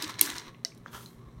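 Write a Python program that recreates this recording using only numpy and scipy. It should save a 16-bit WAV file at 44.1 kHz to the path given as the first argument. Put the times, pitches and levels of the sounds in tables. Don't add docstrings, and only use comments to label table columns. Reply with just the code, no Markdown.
import sys
import numpy as np
from scipy import signal
from scipy.fft import rfft, irfft
from scipy.io import wavfile

SR = 44100
rng = np.random.default_rng(int(sys.argv[2]) if len(sys.argv) > 2 else 0)


def master_out(mix):
    frames = np.transpose(np.atleast_2d(mix))
    ceiling = np.clip(frames, -1, 1)
    pcm = np.round(ceiling * 32767).astype(np.int16)
    wavfile.write(sys.argv[1], SR, pcm)


N = 61739

# pitch_hz, level_db
AIR_COLOUR = [(25, -16), (55, -6.5), (85, -6), (120, 9.5), (170, 2), (240, 0.5), (380, -2.5), (520, -8.5),
              (800, -16.5), (1100, -12.5), (1600, -29), (4000, -38), (8000, -34.5), (16000, -39.5)]
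# pitch_hz, level_db
HUM_NOTES = [(119.5, -58), (172, -64), (232, -61), (382, -68)]
# pitch_hz, ring_s
ROOM_ECHO = [(150, 0.36), (600, .45), (2000, 0.29), (5000, 0.23), (9000, 0.3), (15000, .27)]
# time_s, level_db
SLIDE_LEVELS = [(0, -40), (.05, -42), (.07, -45), (0.098, -40), (0.128, -47.5), (0.177, -50), (.205, -41),
                (.24, -44), (.275, -39.5), (0.316, -38), (0.338, -46), (0.369, -41), (.41, -48),
                (.45, -52.5), (.48, -47), (.52, -62.5), (.62, -66)]
# pitch_hz, level_db
PEN_COLOUR = [(150, -32), (310, 6), (480, -5), (780, -5.5), (1000, 2.5), (1450, 0), (2060, 1.5),
              (2700, -5.5), (4000, 0), (4800, -11), (5800, -2.5), (7600, -18.5), (8900, -10.5),
              (10400, -33), (12600, -18.5), (16000, -21.5)]
# pitch_hz, width_hz, boost_db
WOOD_PEAKS = [(980, 60, 5), (1715, 40, 6), (2100, 220, 4), (4024, 380, 4)]
# start_s, level_db, pitch_hz, width_octaves
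LIGHT_TICKS = [(0.0227, -28, 4700, 1.3), (0.0227, -36.5, 13000, 0.7), (0.0247, -26.5, 4300, 0.7),
               (.0325, -35, 6000, 2), (0.041, -30.5, 4100, 0.7), (.0443, -31, 3890, .7),
               (.078, -39, 3980, 1.8), (0.0952, -36.5, 3000, 1.8), (.1055, -38.5, 2400, 1.6),
               (0.1413, -41, 3800, 0.91), (.188, -38, 3000, 1.1), (0.1927, -25.5, 4400, 0.65),
               (.1927, -34, 2300, .35), (.2275, -26, 7000, 1.2), (.252, -32, 5000, .9),
               (0.2605, -31, 5380, 0.66), (0.3007, -28.5, 4800, 1.5), (0.341, -41, 5540, .3),
               (0.3545, -38, 3400, 1.2), (.3645, -38, 4800, 1.1), (0.382, -29, 4600, 0.95),
               (0.3963, -38, 5365, .35), (0.5457, -49.5, 2450, .25), (0.718, -51, 2300, 0.088),
               (0.748, -55.5, 6900, .8), (0.776, -55.5, 4950, 1.5), (.781, -60, 10500, .9),
               (0.88, -51, 3600, 0.25)]
# start_s, level_db, pitch_hz, decay_s
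SOFT_BUMPS = [(0.029, -36.5, 308, .017), (0.059, -43, 111, 0.034), (0.143, -44.5, 117.3, 0.023),
              (.325, -51.5, 62, .03), (.79, -52.5, 48, 0.019), (0.868, -47, 144.3, 0.02),
              (.93, -50, 65.3, .035), (1.151, -53, 51.9, 0.023), (1.258, -44.5, 55, .028),
              (1.359, -42.5, 56.6, 0.02), (1.366, -50.5, 172.4, .025)]
# start_s, length_s, level_db, from_hz, to_hz
PEN_SCRAPES = [(.072, .054, -48.5, 1000, 1400), (.268, .011, -42, 1100, 1700)]
# pitch_hz, level_db, ring_s
SNAP_NOTES = [(2230, -27.5, 0.014), (3274, -28.5, 0.022), (4210, -21, 0.0095), (4530, -28, 0.013),
              (5140, -32.5, .01), (6206, -22, .014), (8320, -11.5, .009), (9330, -10, .0075),
              (11200, -8, 0.004), (12150, -7, 0.005), (13300, -10.5, 0.0045), (15200, -14.5, .0035)]
# pitch_hz, level_db
SNAP_COLOUR = [(200, -20), (1400, -19.5), (3000, -2.5), (5500, 1.5), (7300, -1.5), (10000, -4.5),
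               (14000, -6.5), (16000, -9)]
# pitch_hz, level_db, ring_s
TABLE_NOTES = [(285, -39, 0.24), (332, -40, 0.33), (405, -38.5, 0.11), (680, -49.5, 0.089),
               (920, -39.5, 0.066)]
# peak_s, level_db, rise_s, decay_s
RUB_STROKES = [(.483, -47, 0.013, .016), (1.24, -59.5, 0.044, .05), (1.29, -63.5, .02, 0.01),
               (1.39, -64, .02, 0.047)]
# pitch_hz, level_db
RUB_COLOUR = [(150, 1.5), (380, 1), (600, -4.5), (900, -19), (1120, 8.5), (1350, -20), (3000, -33),
              (12000, -66)]
# pitch_hz, width_hz, boost_db
CASE_PEAKS = [(940, 120, 4), (1340, 130, 6), (3250, 160, 4), (6080, 140, 4), (8820, 400, 3),
              (11900, 1100, 5.5)]
# pitch_hz, level_db, ring_s
CLACK_NOTES = [(660, -45.5, 0.1), (1593, -45.5, .035), (1993, -38, 0.05), (2966, -39, 0.031),
               (3915, -34, 0.05), (4420, -20.5, 0.011), (5450, -7.5, 0.0038), (6300, -24, 0.009),
               (8470, -24.5, 0.0053), (11840, -34, .005), (14900, -37, 0.0046)]
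# pitch_hz, level_db
CLACK_COLOUR = [(250, -14), (1100, -9.5), (2000, -8.5), (3400, -1), (5200, 6.5), (7300, -4.5), (10000, -12),
                (16000, -22)]
# pitch_hz, level_db, ring_s
KNOCK_NOTES = [(500, -43, .016), (1230, -27, .0085), (1650, -27.5, .0075), (6500, -45, .003)]
# peak_s, level_db, rise_s, decay_s
SWISH_STROKES = [(.885, -54.5, .02, .02), (.951, -42.8, 0.013, 0.025), (1.01, -63, .02, 0.055)]
# pitch_hz, level_db
SWISH_COLOUR = [(150, -41), (380, 7), (680, -4.5), (1000, 5), (1600, 3.5), (2300, -4.5), (3200, -4),
                (5000, -12.5), (6300, -7.5), (9000, -28), (16000, -19)]
# peak_s, level_db, rise_s, decay_s
HISS_STROKES = [(.958, -50.3, 0.024, 0.046), (1.03, -58.5, 0.023, 0.069)]
# pitch_hz, level_db
HISS_COLOUR = [(500, -33), (3000, 0.5), (6000, -1.5), (10300, -2.5), (16000, -4.5)]
# pitch_hz, level_db, ring_s
CLINK_NOTES = [(4080, -35, .014), (6600, -41, .007)]

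CONTACT_S = .00024


def amp(db):
    return 10 ** (np.asarray(db) / 20)


def unit(x):
    return x / np.sqrt(np.mean(x ** 2) + 1e-20)


def look_up(table, hz):
    pitches, values = np.transpose(table)
    return np.interp(np.log(hz + 1), np.log(pitches + 1), values)


def place(sound, start_s):
    return np.concatenate([np.zeros(round(start_s * SR)), sound, np.zeros(N)])[:N]


def tint(x, colour):
    hz = np.fft.rfftfreq(len(x), 1 / SR)
    return unit(irfft(rfft(x) * amp(look_up(colour, hz)), len(x)))


def resonate(x, peaks):
    hz = np.fft.rfftfreq(N, 1 / SR)
    boost_db = sum(db / (1 + (2 * (hz - pitch) / width) ** 2) for pitch, width, db in peaks)
    return np.std(x) * unit(irfft(rfft(x) * amp(boost_db), N))


def tiny_slips(per_s, spread_db):
    size = amp(spread_db * np.minimum(rng.exponential(1, N), 4))
    return size * rng.choice([-1, 1], N) * (rng.random(N) < per_s / SR)


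def ring(notes, start_s):
    t = np.arange(SR // 4) / SR
    body = sum((-1) ** k * amp(db - 60 * t / ring_s) * np.sin(2 * np.pi * hz * t)
               for k, (hz, db, ring_s) in enumerate(notes))
    return place(body * (1 - np.exp(-t / CONTACT_S)), start_s)


def echo(x, delay_s=.004):
    hz, t, noise = signal.stft(rng.standard_normal(SR * 2 // 3), SR, nperseg=256)
    fade = amp(-60 * t / look_up(ROOM_ECHO, hz)[:, None])
    tail = signal.istft(noise * fade, SR, nperseg=256)[1]
    tail *= np.clip(np.arange(len(tail)) / SR / delay_s - 1, 0, 1)
    return signal.fftconvolve(x, tail / np.linalg.norm(tail))[:N]


def in_room(x, echo_db):
    return x + amp(echo_db) * echo(x)


def room_tone(waver_depth=.28, air_db=-54.5):
    t = np.arange(N) / SR
    hum = np.zeros(N)
    for hz, db in HUM_NOTES:
        drift = [unit(signal.resample(rng.standard_normal(24), N)) for _ in range(2)]
        waver = 1 + waver_depth * (drift[0] + 1j * drift[1])
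        hum += amp(db) * np.sqrt(2) * (np.exp(2j * np.pi * hz * t) * waver).real
    return hum + amp(air_db) * tint(rng.standard_normal(N), AIR_COLOUR)


def slide(dull_hz=3500, bright_db=-40.5):
    force_db = np.interp(np.arange(N) / SR, *np.transpose(SLIDE_LEVELS))
    slips = resonate(tint(tiny_slips(per_s=2400, spread_db=3.2), PEN_COLOUR), WOOD_PEAKS)
    dull = signal.sosfiltfilt(signal.butter(1, dull_hz, fs=SR, output="sos"), slips)
    treble = amp(.4 * np.minimum(force_db - bright_db, 0))
    return in_room(amp(force_db) * (dull + treble * (slips - dull)), echo_db=-14)


def ticks(rise_s=.0003, decay_s=.0017):
    out, t = np.zeros(N), np.arange(2048) / SR
    shape = (1 - np.exp(-t / rise_s)) * np.exp(-t / decay_s)
    shape_level = np.sqrt(np.mean((shape / shape.max()) ** 2))
    for start_s, db, hz, octaves in LIGHT_TICKS:
        tick = shape * rng.choice([-1, 1], len(t))
        for order, below, above in (1, octaves / 2, octaves / 2), (2, .4 + 1.3 * octaves, .3 + 1.3 * octaves):
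            edges_hz = np.minimum([hz / 2 ** below, hz * 2 ** above], SR / 2 - 500)
            tick = signal.lfilter(*signal.butter(order, edges_hz, "band", fs=SR), tick)
        out += place(amp(db) * shape_level * unit(tick), start_s)
    return in_room(resonate(out, WOOD_PEAKS), echo_db=-10.5)


def bumps(rise_s=.0092):
    out, t = np.zeros(N), np.arange(SR // 3) / SR
    for start_s, db, hz, decay_s in SOFT_BUMPS:
        shape = (1 - np.exp(-(t / rise_s) ** 2)) * np.exp(-t / decay_s)
        out += place(amp(db) * shape / shape.max() * np.sin(2 * np.pi * hz * t), start_s)
    return out


def scrapes(width_hz=340):
    out = np.zeros(N)
    smooth = signal.butter(2, width_hz / 2, fs=SR, output="sos")
    for start_s, length_s, db, from_hz, to_hz in PEN_SCRAPES:
        progress = np.arange(0, 1, 1 / (length_s * SR))
        glide = np.exp(2j * np.pi * np.cumsum(from_hz + (to_hz - from_hz) * progress) / SR)
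        noise = rng.standard_normal(N) + 1j * rng.standard_normal(N)
        roughness = signal.sosfilt(smooth, noise)[-len(progress):]
        swell = np.sin(np.pi * progress)
        out += place(amp(db) * unit((roughness * glide).real * swell), start_s)
    return in_room(out, echo_db=-14)


def crack(start_s, colour, decay_s, echo_db):
    t = np.arange(SR // 4) / SR
    shape = np.exp(-t / decay_s) * (1 - np.exp(-t / CONTACT_S))
    burst = place(shape * tint(rng.choice([-1., 1.], len(t)), colour), start_s)
    click = tint(place([1.], start_s), colour)
    return burst + amp(echo_db) * np.std(burst) * echo(click)


def snap(start_s=.2113, bounce_s=.00187):
    pen, cracks = np.zeros((2, N))
    for hit_s, db in (start_s, 5), (start_s + bounce_s, 3):
        pen += amp(db) * ring(SNAP_NOTES, hit_s)
        cracks += amp(db - 14) * crack(hit_s, SNAP_COLOUR, decay_s=.001, echo_db=-5)
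    table = ring(TABLE_NOTES, start_s)
    return in_room(pen, echo_db=-19.5) + cracks + in_room(table, echo_db=-10)


def leather(strokes, colour):
    t = np.arange(N) / SR
    force = np.zeros(N)
    for peak_s, db, rise_s, decay_s in strokes:
        before, after = np.minimum(t - peak_s, 0), np.maximum(t - peak_s, 0)
        force += amp(db) * np.exp(-(before / rise_s) ** 2 / 2 - after / decay_s)
    friction = resonate(tint(tiny_slips(per_s=3800, spread_db=3), colour), CASE_PEAKS)
    return in_room(force * friction, echo_db=-7.5)


def clack(start_s=.6491):
    burst = amp(-30.5) * crack(start_s, CLACK_COLOUR, decay_s=.0022, echo_db=-4.5)
    return burst + in_room(ring(CLACK_NOTES, start_s), echo_db=-16.5)


def knock():
    return in_room(ring(KNOCK_NOTES, start_s=.8607), echo_db=-13)


def clink():
    return in_room(ring(CLINK_NOTES, start_s=1.0604), echo_db=-7)


def scene():
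    opening = room_tone() + slide() + ticks() + bumps() + scrapes() + snap()
    middle = leather(RUB_STROKES, RUB_COLOUR) + clack() + knock()
    swish = leather(SWISH_STROKES, SWISH_COLOUR) + leather(HISS_STROKES, HISS_COLOUR)
    return (opening + middle + swish + clink())[None]


def record(dry, ceiling=.85, top_hz=16050):
    rounded = dry / (1 + (dry / ceiling) ** 6) ** (1 / 6)
    low_pass = signal.firwin(255, top_hz, window=("kaiser", 9), fs=SR)
    return signal.oaconvolve(rounded, low_pass[None], "same")


dry = scene()
out = record(dry)
master_out(out)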